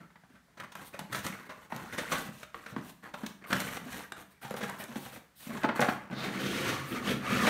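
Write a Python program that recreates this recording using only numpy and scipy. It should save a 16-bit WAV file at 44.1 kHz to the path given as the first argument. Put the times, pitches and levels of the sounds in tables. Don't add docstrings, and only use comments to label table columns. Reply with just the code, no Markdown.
import sys
import numpy as np
from scipy import signal
from scipy.fft import rfft, irfft
from scipy.io import wavfile

SR = 44100
rng = np.random.default_rng(int(sys.argv[2]) if len(sys.argv) > 2 else 0)


def wrap_up_sound(samples):
    columns = np.atleast_2d(samples).T
    tamed = np.clip(columns, -1, 1)
    steps = np.round(tamed * 32767).astype(np.int16)
    wavfile.write(sys.argv[1], SR, steps)


N = 330309
TIME = np.arange(N) / SR
TOP_HZ = 15600

# start_s, level_db, fibres_against_board_db, crumple_length_s,
# spot_pitch_hz
CRACK_EVENTS = [(0.102, -36, -25, .005, 970), (0.156, -31, -29, 0.0043, 1650),
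                (0.234, -38, -24, 0.007, 860), (0.349, -30.5, -18, 0.0094, 1550),
                (0.571, -23.5, -7, 0.01, 620), (0.599, -19, -3, 0.004, 1460), (0.718, -25, 0, 0.0064, 950),
                (0.637, -27, -8, 0.0036, 1400), (0.752, -19.5, -7, 0.0043, 1560),
                (0.94, -23, -4, 0.0051, 1900), (0.989, -19, 0, 0.0073, 786), (1.124, -15, -1, 0.007, 1300),
                (1.143, -11, 0, 0.011, 1690), (1.263, -15, 1, 0.0077, 1710), (1.49, -15, -9.5, 0.017, 1030),
                (1.765, -18, -13, 0.017, 990), (1.93, -16.5, -7, 0.0083, 1580),
                (1.978, -5, -4, 0.012, 1635), (2.091, -24, -13, 0.008, 1290),
                (2.119, -3.5, -3, 0.0087, 1060), (2.15, -7.5, -7, 0.013, 1520),
                (2.429, -18.5, -3.5, 0.0048, 1260), (2.661, -17.5, -9, 0.0045, 1340),
                (3.045, -21, -20, 0.011, 1670), (3.077, -35, -18, .012, 1800),
                (3.138, -12, -12, 0.0056, 870), (3.262, -16.5, 2.5, 0.0037, 2230),
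                (3.503, -6, -17, 0.03, 1620), (3.528, -1, -8, 0.003, 1580), (3.769, -14, -10, 0.0034, 2000),
                (3.91, -33, -4, 0.0048, 1710), (3.928, -19, -11, 0.0067, 1550),
                (4.121, -19, -7, 0.0026, 3610), (4.414, -27, -10, 0.006, 1350),
                (4.427, -19.5, -15, 0.0074, 790), (4.443, -16.5, -6, 0.012, 800),
                (4.567, -16.5, -6, 0.0058, 820), (4.606, -12, -6, 0.012, 496), (4.628, -9, -7, 0.011, 477),
                (4.688, -13.5, -20, 0.0086, 930), (4.794, -13, -23, 0.018, 1740),
                (4.913, -22.5, -13, 0.0089, 930), (4.956, -18.5, -4.5, 0.0035, 820),
                (5.054, -21, -17, 0.0098, 860), (5.126, -25, -5, 0.0093, 1890),
                (5.16, -24, -12, 0.003, 755), (5.571, -16.5, -6, 0.0043, 960),
                (5.633, -11, -10, 0.0039, 2000), (5.812, -1.5, -5.5, 0.0056, 555),
                (5.842, -5.5, -15, 0.0078, 690), (6.11, -16.5, -19, 0.0065, 470)]
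# start_s, level_db, panel_pitch_hz, push_length_s
THUMP_EVENTS = [(0.0, -22.5, 177, 0.0058), (0.046, -32, 160, 0.0042), (0.301, -30, 287, 0.0026),
                (0.336, -28.5, 240, 0.01), (0.609, -28, 208, 0.0023), (1.006, -13.5, 186, 0.0068),
                (1.296, -14.5, 206, 0.004), (1.745, -10, 144, 0.021), (2.249, -14, 230, 0.0099),
                (2.283, -12.5, 160, 0.0023), (2.718, -12.5, 130, 0.015), (2.778, -12, 160, 0.0053),
                (3.232, -6, 234, 0.0039), (3.519, -5, 210, .002), (3.543, -5, 152, 0.0098),
                (3.81, -16, 195, 0.014), (3.858, -10.5, 276, 0.012), (4.44, -17, 134, 0.0082),
                (4.624, -11, 238, 0.0078), (4.884, -16, 267, 0.014), (4.955, -10.5, 229, 0.0024),
                (5.467, -14, 225, 0.00091), (5.489, -12, 249, .004), (5.54, -10, 243, 0.03),
                (5.644, 0.5, 308, 0.0018), (6.124, -5, 226, 0.0031), (6.279, -7.5, 254, 0.0014),
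                (6.331, -9, 287, 0.0028), (7.074, -0.5, 251, 0.02)]
# start_s, level_db, flap_pitch_hz
SLAP_EVENTS = [(5.64, -1.5, 903), (5.688, -4, 920), (5.792, -6.5, 804), (5.822, 2, 573), (5.885, 0, 700),
               (7.472, 0, 620)]


def blows():
    out = np.zeros(N)
    shifts_oct = rng.uniform(-0.768, 0.48, len(CRACK_EVENTS))
    for (s, db, fibre_db, length_s, spot_hz), shift_oct in zip(CRACK_EVENTS, shifts_oct):
        panel_hz = 211 * 2 ** shift_oct
        add(out, s, blow(s, clack_db=db, boom_db=db - 7.5, crack_db=db + fibre_db,
                         panel_hz=panel_hz, spot_hz=spot_hz, length_s=length_s))
    for s, db, panel_hz, push_s in THUMP_EVENTS:
        add(out, s, blow(s, clack_db=db - 11, boom_db=db, crack_db=db - 23,
                         panel_hz=panel_hz, spot_hz=570, length_s=0.005 + push_s, push_s=push_s))
    for s, db, flap_hz in SLAP_EVENTS:
        add(out, s, blow(s, clack_db=db, boom_db=db - 5, crack_db=db - 50,
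                         panel_hz=235, spot_hz=flap_hz, length_s=0.006))
    return out


# pitch_hz, relative_level_db
BOARD_COLOUR = [(200, -18.5), (400, -1.5), (600, 5), (900, 0), (1500, 5.5), (2100, -0.5), (3000, -9.5),
                (4500, -16), (9000, -48.5)]
# pitch_hz, relative_level_db
FIBRE_COLOUR = [(1200, -40), (2500, 16), (3800, 16.5), (4900, 6.5), (6000, 12.5), (7400, 5.5), (9000, 8.5),
                (10300, 0), (11800, -4), (15500, 3)]
# pitch_hz, relative_level_db, time_to_fade_60_db_s
FLAP_TONES = [(466, 4.5, 0.17), (550, 6.5, 0.2), (604, 25, 0.023), (875, 17.5, 0.077), (1060, 2, 0.04),
              (1240, 9, 0.084), (1640, -27, 0.039)]
# time_s, level_db
FLAP_LOOSENESS = [(0, -18), (1.7, -7), (2.8, -22), (3.5, -33), (4.5, -6.5), (5.3, -6), (5.65, -1),
                  (5.9, -14), (6.2, -26)]


def blow(s, clack_db, boom_db, crack_db, panel_hz, spot_hz, length_s, push_s=0,
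         board_db=-1, panel_db=-2, fibre_db=-1, flap_db=-1, spot_db=-6, spot_t60_s=0.03):
    t = np.arange(SR // 5) / SR
    spray = crumple(length_s)
    board = undb(board_db) * unit(through(spray, colour(BOARD_COLOUR)))
    fibre = undb(fibre_db) * unit(through(crumple(length_s), colour(FIBRE_COLOUR)))
    spot = undb(spot_db) * unit(through(spray, mode(spot_hz, spot_t60_s, t)))
    looseness = undb(flap_db + np.interp(s, *np.transpose(FLAP_LOOSENESS)))
    flap = looseness * unit(through(spray, ring(FLAP_TONES, detune=0.014, scatter_db=4.5)))
    clack = undb(clack_db) * (board + spot + flap)
    return clack + undb(crack_db) * fibre + undb(boom_db + panel_db) * boom(panel_hz, push_s)


# pitch_hz, relative_level_db, time_to_fade_60_db_s
PANEL_TONES = [(143.3, -2, 0.63), (156, -26, 0.44), (199, 7, 0.063), (215, 9, 0.13), (260.5, 11, 0.11),
               (279.4, -30, 0.14), (340, -10, 0.029), (372, 2.5, 0.12)]


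def boom(hz, push_s, hollow_db=-6, t60_s=0.034, sag_share=0.24, sag_s=0.033, linger=3):
    t = np.arange(SR // 5) / SR
    sagging = (1 - sag_share) * t + sag_share * sag_s * (1 - np.exp(-t / sag_s))
    panel = unit(mode(hz, t60_s + linger * push_s, sagging))
    swing = panel + undb(hollow_db) * ring(PANEL_TONES, detune=0.027, scatter_db=0.0)
    swell = (1 - np.exp(-t / max(push_s, 1 / SR))) * np.cos(np.pi / 2 * t / t[-1])
    body = signal.butter(2, [100, 480], "bandpass", fs=SR, output="sos")
    return unit(signal.sosfilt(body, swing * swell))


# start_s, knock_level_db, knock_pitch_hz,
# boom_level_db, panel_pitch_hz
KNOCK_EVENTS = [(0.157, -32, 960, -38, 221), (0.236, -33, 720, -33, 210), (0.6, -22, 1400, -30, 230),
                (0.754, -19, 1040, -32, 220), (0.944, -19, 570, -27, 209), (0.992, -16.5, 880, -21, 198),
                (1.128, -13.5, 1680, -31, 210), (1.148, -10.5, 1350, -16.5, 223),
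                (1.265, -15, 1260, -21, 215), (1.7233, -9.5, 900, -14.5, 219), (2.119, -9, 1230, -23, 201),
                (2.5445, -14, 1170, -46, 228), (2.764, -12, 1050, -6, 261), (3.5285, -5, 1210, -9.5, 186),
                (4.121, -16, 1470, -25, 256), (4.509, -12, 530, -14, 230), (4.5406, -10.5, 517, -19, 243),
                (4.628, -20, 1900, -30, 230), (4.638, -15, 1560, -29, 230), (4.958, -30, 890, -11.5, 343),
                (5.634, -13, 2010, -24, 250), (5.689, -9, 950, -15, 243), (5.7941, 0.5, 500, -3.5, 280),
                (5.8851, -10.5, 1220, -8.5, 253)]
# pitch_hz, relative_level_db
SCUFF_COLOUR = [(300, -14), (700, -6.5), (1200, -1.5), (2000, -10), (3200, -24), (9000, -40)]


def knocks(cycles=15, overtone=1.68, overtone_db=-8, board_db=-6, contact_s=0.0035,
           scuff_db=-7.5, scuff_s=0.022):
    t = np.arange(SR // 5) / SR
    out = np.zeros(N)
    for s, db, hz, boom_db, panel_hz in KNOCK_EVENTS:
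        high_hz = hz * overtone
        spot = unit(mode(hz, cycles / hz, t) + undb(overtone_db) * mode(high_hz, cycles / high_hz, t))
        contact = unit(through(crumple(contact_s), colour(BOARD_COLOUR)))
        scuff = unit(through(crumple(scuff_s, rise_share=0.22), colour(SCUFF_COLOUR)))
        knock = spot + undb(board_db) * contact + undb(scuff_db) * scuff
        add(out, s, undb(db) * knock + undb(boom_db) * boom(panel_hz, 0))
    return out


# start_s, level_db, ping_pitch_hz
SNAP_EVENTS = [(0.601, -46, 2640), (0.637, -40, 3300), (0.753, -30, 2420), (0.945, -45, 2450),
               (0.992, -23, 3840), (1.1135, -40, 3200), (1.127, -46, 3240), (1.1465, -36, 2500),
               (1.159, -24, 2130), (1.2462, -29, 2460), (1.265, -18.5, 5500), (1.272, -35, 3600),
               (1.284, -34, 4600), (1.763, -25, 4070), (1.977, -32, 2100), (2.119, -28, 2360),
               (2.183, -26, 4400), (2.4305, -36, 2590), (3.265, -29, 4200), (3.531, -17, 5400),
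               (3.6024, -17, 8700), (3.77, -32, 2400), (3.914, -36, 2300), (3.993, -31, 2600),
               (4.121, -25.5, 3570), (4.508, -27.5, 2420), (4.5405, -29.5, 2030), (4.566, -27, 2400),
               (4.629, -32, 3400), (4.651, -35, 2700), (4.697, -24.5, 2030), (4.824, -37, 3000),
               (4.8396, -25, 9000), (5.8063, -16, 6540), (5.816, -31, 4960), (5.843, -32, 5500)]


def snaps(level_db=3.5, ping_db=-5, cycles=11, length_s=0.0013):
    out = np.zeros(N)
    t = np.arange(SR // 5) / SR
    tick_colour = colour([(1000, -46), (3500, -4.0), (7000, -4.5), (8700, -5), (10300, -6.5),
                          (13000, -4.5), (15500, -28)])
    for s, db, hz in SNAP_EVENTS:
        tick = unit(through(crumple(length_s), tick_colour))
        ping = unit(mode(hz, cycles / hz, t))
        add(out, s, undb(db + level_db) * unit(tick + undb(ping_db) * ping))
    return out


# start_s, end_s, level_db,
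# pressure_change_along_it_db, fibres_against_board_db, creak_pitch_hz
RUB_GESTURES = [(0.0, 0.107, -69.5, -30, -15, 1150), (0.29, 0.393, -71, -10, -8, 1390),
                (0.47, 0.56, -70.5, -5, -24, 1020), (0.589, 0.644, -48.5, -1, -17, 1380),
                (0.757, 0.878, -53, -9, -5.5, 1460), (0.922, 0.95, -50.5, 4, -15, 2430),
                (0.96, 1.06, -61, -9, -9, 760), (1.07, 1.125, -60, 22, -15, 1210),
                (1.117, 1.195, -47, 3.5, 1, 1640), (1.225, 1.302, -47.5, -3, -1.5, 1370),
                (1.311, 1.478, -53.5, -9, -10, 1430), (1.5, 1.664, -61, -3, -6.5, 1260),
                (1.694, 1.93, -51, 2.5, -7.5, 997), (1.915, 2.148, -48, 8, -4.5, 1470),
                (2.105, 2.276, -48, -10, 1, 1177), (2.316, 2.423, -65.5, 4, 8.5, 1670),
                (2.525, 2.72, -58.5, 10.5, -4, 1540), (2.76, 2.903, -63, 7, 2.5, 1030),
                (3.025, 3.1, -53, -10, -12, 1640), (3.13, 3.316, -56.5, -3, -5, 1104),
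                (3.41, 3.517, -50, 11, -27, 1420), (3.496, 3.775, -45.5, -6, -1.5, 1874),
                (3.787, 3.914, -57, 15.5, -1.5, 1450), (3.915, 4.043, -51.5, 0, -1, 1575),
                (4.159, 4.221, -54, 1.5, -5, 1186), (4.28, 4.38, -71.5, 3, -16, 1510),
                (4.418, 4.483, -52.5, -2, -2, 1100), (4.493, 4.53, -52, -4, 0, 1020),
                (4.56, 4.85, -50, -3, -7, 1095), (4.87, 5.1, -56.5, 2, 0.5, 846),
                (5.11, 5.18, -57, -2.5, -2, 1880), (5.391, 5.48, -61.5, 7.5, 7.5, 1880),
                (5.49, 5.638, -46.5, 1, -8.5, 1450), (5.634, 5.743, -47, -6, -38, 950),
                (5.748, 5.93, -43, 0.5, -7.5, 1330), (5.94, 6.1, -55, -12, -32, 1230)]
RUB_ATTACK_S, RUB_RELEASE_S = 0.013, 0.011


def pressure():
    board, fibre = np.zeros(N), np.zeros(N)
    pitch = np.full(N, float(RUB_GESTURES[0][-1]))
    for start, end, db, change_db, fibre_db, hz in RUB_GESTURES:
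        length_s = end - start
        t = np.arange(int((length_s + 8 * RUB_RELEASE_S) * SR)) / SR
        along = np.minimum(t / length_s, 1)
        attack = np.minimum(t / RUB_ATTACK_S, 1)
        release = np.exp(-np.maximum(t - length_s, 0) / RUB_RELEASE_S)
        drive = undb(db + change_db * (along - .5)) * attack * release
        add(board, start, drive)
        add(fibre, start, drive * undb(fibre_db))
        pitch[TIME >= start] = hz
    return board, fibre, pitch


# pitch_hz, relative_level_db
RUB_PANEL_COLOUR = [(30, -38), (60, -4.5), (100, -1), (130, -2.5), (220, -0.5), (300, 4), (420, 3),
                    (700, -52)]
RUB_BOARD_COLOUR = [(250, 2), (450, 8), (700, 1), (1000, 2.5), (1550, 3), (2200, 9.5), (3000, -29.5),
                    (4500, -5), (9000, -53)]
RUB_FIBRE_COLOUR = [(1500, 3.5), (2700, 5.5), (4000, 0), (4900, -5.5), (6000, -1.5), (7400, -3.5),
                    (9000, -2), (10300, -7.5), (11800, -1.5), (15500, -8)]


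def rubbing(board, fibre, pitch, board_db=-6, creak_db=-2, panel_db=-4, fibre_db=-2,
            catch_db=4, hiss_db=-3, flex_db=2):
    grip = undb(catch_db * walk(60))
    catches = slips(rate=1500, spread_db=3.5) * grip
    hiss = undb(hiss_db) * rng.standard_normal(N)
    panel = board * undb(flex_db * walk(31))
    creaking = creaks(board, pitch, rate=200, spread_oct=0.637, cycles=44, wander_oct=0.19, spread_db=10)
    return (undb(board_db) * through(catches * board, colour(RUB_BOARD_COLOUR))
            + undb(creak_db) * creaking
            + undb(panel_db) * through(catches * panel, colour(RUB_PANEL_COLOUR))
            + undb(fibre_db) * through((catches + hiss) * fibre, colour(RUB_FIBRE_COLOUR)))


def crackling(board, fibre, level_db=-5.5, crisp_db=-12, rate=80, tick_db=-7, tick_hz=5200):
    buckles = slips(rate=rate, spread_db=2.0) * board * undb(level_db)
    crisp_board = colour(BOARD_COLOUR) + undb(crisp_db) * colour(FIBRE_COLOUR)
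    ticks = creaks(fibre, tick_hz, rate=340, spread_oct=1.45, cycles=24, wander_oct=0.15, spread_db=2.5)
    return through(buckles, crisp_board) + undb(tick_db) * ticks


# time_s, scrape_level_db, drone_level_db, hiss_level_db
DRAG_LEVELS = [(6.1, -44, -52, -87), (6.11, -56, -40, -80), (6.122, -50, -47, -94), (6.196, -40, -45, -58),
               (6.25, -37, -38.5, -49), (6.308, -42, -39, -57), (6.37, -38.5, -39, -50.5),
               (6.47, -37, -34, -46.5), (6.652, -36, -37, -44.5), (6.692, -32.5, -31.5, -41.5),
               (6.82, -44, -50, -54.5), (6.892, -47, -43.5, -60), (6.928, -39, -31.5, -56),
               (6.966, -38, -38.5, -48.5), (7.008, -47, -40, -63), (7.04, -42.5, -39, -51.5),
               (7.078, -29.5, -31, -42.5), (7.114, -32.5, -27.5, -44), (7.194, -50.5, -43, -67),
               (7.238, -38.5, -48, -55), (7.28, -36, -41.5, -49.5), (7.318, -33.5, -32.5, -46),
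               (7.442, -31.5, -31.5, -42), (7.474, -25, -36, -36), (7.49, -28, -34, -37)]
# pitch_hz, relative_level_db
DRONE_COLOUR = [(30, -50), (70, -10), (105, -14), (160, 0.5), (220, 1), (290, -0.5), (340, 3), (400, -3),
                (600, -10), (1000, -39)]
SCRAPE_COLOUR = [(300, -4), (520, 6), (800, -1), (1080, -2.5), (1400, -1), (1900, 1), (2800, -5.5),
                 (4600, -36), (9000, -78)]
HISS_COLOUR = [(1500, -16), (3000, 3), (4500, -0.5), (5000, -6), (6000, -3), (7500, -9), (9300, -8),
               (10300, -15), (11800, -11), (15500, -18)]
PALM_SLIDE_COLOUR = [(1500, -6), (2800, -20), (3700, 2), (4700, -6), (5200, -8), (9000, -29.5)]


def dragging(scrape_db=-3.5, creak_db=-6.5, panel_db=-4.0, shudder_db=-11, hiss_db=2.5, judder_db=1.0):
    times, *levels = np.transpose(DRAG_LEVELS)
    scrape, panel, hiss = (undb(np.interp(TIME, times, db)) * (TIME > times[0]) for db in levels)
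    friction = slips(rate=7000, spread_db=2.0) * undb(judder_db * walk(70))
    creaking = creaks(scrape, 1600, rate=300, spread_oct=0.896, cycles=33, wander_oct=0.2, spread_db=5)
    shudder = creaks(panel, 216, rate=90, spread_oct=0.85, cycles=4.0, wander_oct=0.082,
                     spread_db=7.0, size=4096)
    palm = friction * swish(6.205, db=-46, length_s=0.15)
    return (undb(scrape_db) * through(friction * scrape, colour(SCRAPE_COLOUR))
            + undb(creak_db) * creaking
            + singing(friction, scrape, panel)
            + undb(panel_db) * through(friction * panel, colour(DRONE_COLOUR))
            + undb(shudder_db) * shudder
            + undb(hiss_db) * through(friction * hiss, colour(HISS_COLOUR))
            + through(palm, colour(PALM_SLIDE_COLOUR)))


# time_s, pitch_hz, level_against_drone_db
LOADED_PANEL = [(6.12, 184, 0), (6.3, 196, -11), (6.48, 297, -10.5), (6.74, 280, 0), (6.86, 258, -17),
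                (6.93, 245, -4.5), (7.1, 228, -15), (7.25, 234, -5), (7.35, 220, -4), (7.49, 232, -10)]
# time_s, level_db
HUM_LEVELS = [(6.1, -53), (6.25, -50), (6.39, -56), (6.44, -40), (6.55, -52), (6.66, -41), (6.82, -43),
              (6.92, -66), (7.07, -52), (7.2, -53), (7.3, -45), (7.42, -47), (7.49, -58)]
# time_s, pitch_hz, level_against_scrape_db
SINGING_EDGE = [(6.45, 1290, -15), (6.7, 1260, -5.5), (6.95, 1220, 0.5), (7.1, 1240, -17), (7.29, 1310, 0),
                (7.37, 1210, -1), (7.49, 1200, -5)]


def singing(friction, scrape, panel, edge_width_hz=147, overtone=2.1, overtone_db=-6.5, wander_oct=.07):
    times, hz, db = np.transpose(LOADED_PANEL)
    panel_drive = friction * panel * undb(np.interp(TIME, times, db))
    drone = resonate(panel_drive, np.interp(TIME, times, hz), width_hz=36)

    times, db = np.transpose(HUM_LEVELS)
    hum_drive = friction * undb(np.interp(TIME, times, db)) * (TIME > times[0])
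    hum = resonate(hum_drive, 143, width_hz=22)

    times, hz, db = np.transpose(SINGING_EDGE)
    edge_drive = friction * scrape * undb(np.interp(TIME, times, db))
    edge_hz = np.interp(TIME, times, hz) * 2 ** (wander_oct * walk(20))
    edge = resonate(edge_drive, edge_hz, edge_width_hz)
    edge_overtone = resonate(edge_drive, edge_hz * overtone, edge_width_hz * overtone)
    return drone + hum + edge + undb(overtone_db) * edge_overtone


# middle_s, level_db, length_s
STROKE_EVENTS = [(0.87, -52, 0.054), (2.883, -58, 0.095), (3.494, -52.5, 0.065), (4.21, -59, 0.043),
                 (4.32, -64, 0.037), (4.433, -54, 0.044), (4.578, -50, 0.043), (4.807, -47, 0.048),
                 (5.026, -55, .1), (5.145, -53, 0.059), (5.434, -52.5, 0.16), (6.902, -50, 0.1)]
# pitch_hz, relative_level_db
SKIN_COLOUR = [(1500, -21), (3500, -2.5), (7000, -13.5), (9000, -2), (10400, -8), (12000, -3.5),
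               (15500, -5.5)]


def strokes():
    swell = sum(swish(*row) for row in STROKE_EVENTS)
    return through(swell * rng.standard_normal(N), colour(SKIN_COLOUR))


# pitch_hz, relative_level_db, time_to_fade_60_db_s
STANDING_WAVES = [(134, 7, 0.38), (167, 0.5, 0.73), (194.4, 3, 1), (221.5, 1.5, 0.39), (282, -8, 0.2)]


def room(x, wet_db=-4.5, standing_db=-29, count=10):
    t = np.arange(SR // 2) / SR
    standing = unit(sum(undb(db) * mode(hz, t60, t) for hz, db, t60 in STANDING_WAVES))
    out = x + undb(standing_db) * through(x, standing)
    place = np.linspace(0, count - 1, N)
    for k in range(count):
        near = np.abs(place - k) < 1
        share = np.cos(np.pi / 2 * (place[near] - k))
        wet = signal.fftconvolve(x[near] * share, echoes())
        add(out, TIME[near][0], undb(wet_db) * wet)
    return out


def echoes(treble_db=-1, split_hz=3000, build_s=0.0014, low_t60_s=0.44, high_t60_s=0.4):
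    t = np.arange(int(.6 * SR)) / SR
    scatter = rng.standard_normal(len(t)) * (1 - np.exp(-(t / build_s) ** 2))
    low = signal.sosfiltfilt(signal.butter(2, split_hz, fs=SR, output="sos"), scatter)
    low_decay = np.exp(-np.log(1000) * t / low_t60_s)
    high_decay = np.exp(-np.log(1000) * t / high_t60_s)
    tail = low * low_decay + undb(treble_db) * (scatter - low) * high_decay
    return tail / np.linalg.norm(scatter * low_decay)


# pitch_hz, relative_level_db
AIR_COLOUR = [(25, -35), (60, 8), (110, -5.5), (170, 7.5), (300, -8), (600, -12), (1700, -7), (2600, -14.5),
              (6000, -19.5), (15500, -25.5)]


def still_air(level_db=-66.5):
    return undb(level_db) * through(rng.standard_normal(N), colour(AIR_COLOUR))


def slips(rate, spread_db, size=N):
    chance = rng.random(size) * SR / rate
    where = np.flatnonzero(chance < 1)
    strength = 2 * chance[where] - 1
    sign = (-1) ** (where % 2)
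    clicks = np.zeros(size)
    clicks[where] = sign * undb(2 * spread_db * strength * np.abs(strength))
    return unit(clicks) * np.sqrt(size)


def crumple(length_s, size=SR // 5, rise_share=0.92, spread_db=1):
    age = np.arange(size) / SR / max(length_s, .0005)
    swell = np.exp(-age) * (1 - np.exp(-age / rise_share))
    return unit(slips(rate=8000, spread_db=spread_db, size=size) * swell)


def creaks(drive, centre_hz, rate, spread_oct, cycles, wander_oct, spread_db,
           wander_rate=14, count=6000, size=1536):
    chance = rng.uniform(-1, 1, (count, 4))
    centre = centre_hz * 2 ** (wander_oct * walk(wander_rate))
    t = np.arange(size) / SR
    out = np.zeros(N)
    for k, (late, high, strong, side) in enumerate(chance[:int(rate * N / SR)]):
        at = int(np.clip((k + late) / rate * SR, 0, N - 1))
        if drive[at] > 0:
            hz = min(centre[at] * 2 ** (spread_oct * high), TOP_HZ)
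            strength = drive[at] * np.sign(side) * undb(spread_db * strong)
            add(out, at / SR, strength * unit(mode(hz, cycles / hz, t)))
    return out * np.sqrt(SR / rate / np.mean(undb(spread_db * chance[:, 2]) ** 2))


def swish(s, db, length_s):
    return undb(db) * np.maximum(1 - np.abs((TIME - s) / length_s) * 2, 0) ** .5


def mode(hz, t60, t):
    decay = np.exp(-np.log(1000) * t / t60)
    return np.cos(2 * np.pi * hz * t) * decay * (1 - np.exp(-2 * np.pi * hz * t))


def ring(modes, detune, scatter_db):
    t = np.arange(SR // 5) / SR
    out = np.zeros(len(t))
    for hz, db, t60 in modes:
        louder, higher, side = rng.uniform(-1, 1, 3)
        out += np.sign(side) * undb(db + scatter_db * louder) * mode(hz * (1 + detune * higher), t60, t)
    return unit(out)


def resonate(x, hz, width_hz):
    turn = np.exp(2j * np.pi * np.cumsum(hz * np.ones(N)) / SR)
    pole = np.exp(-2 * np.pi * width_hz / SR)
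    smooth = x / turn
    for _ in range(2):
        smooth = signal.lfilter([1 - pole], [1, -pole], smooth)
    return np.real(turn * smooth) * 2 / np.sqrt(1 - pole)


def walk(rate):
    steps = rng.uniform(-2.88, 1.96, N // 20)
    return np.interp(TIME * rate, np.arange(len(steps)), steps)


def colour(points, size=4096):
    hz, db = np.transpose(points)
    bins = np.maximum(np.arange(size // 2 + 1) * SR / size, 1)
    gain = undb(np.interp(np.log(bins), np.log(hz), db))
    cepstrum = irfft(np.log(gain))
    cepstrum[1:size // 2] *= 2
    cepstrum[size // 2 + 1:] = 0
    return unit(irfft(np.exp(rfft(cepstrum)))[:size // 2])


def through(x, response):
    return signal.oaconvolve(x, response)[:len(x)]


def add(track, s, sound):
    start = int(np.clip(s * SR, 0, N - 1))
    track[start:start + len(sound)] += sound[:N - start]


def unit(x):
    return x / np.sqrt(np.sum(x ** 2) + 1e-18)


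def undb(db):
    return 10 ** (np.asarray(db) / 20)


def scene():
    board, fibre, pitch = pressure()
    contacts = blows() + knocks() + snaps()
    rubs = rubbing(board, fibre, pitch) + crackling(board, fibre) + strokes()
    carton = contacts + rubs + dragging()
    return (room(carton) + still_air())[None]


def record(dry):
    thinned = signal.sosfilt(signal.butter(2, 38, "highpass", fs=SR, output="sos"), dry)
    return signal.sosfilt(signal.ellip(10, .2, 80, TOP_HZ, fs=SR, output="sos"), thinned)


dry = scene()
out = record(dry)
wrap_up_sound(out)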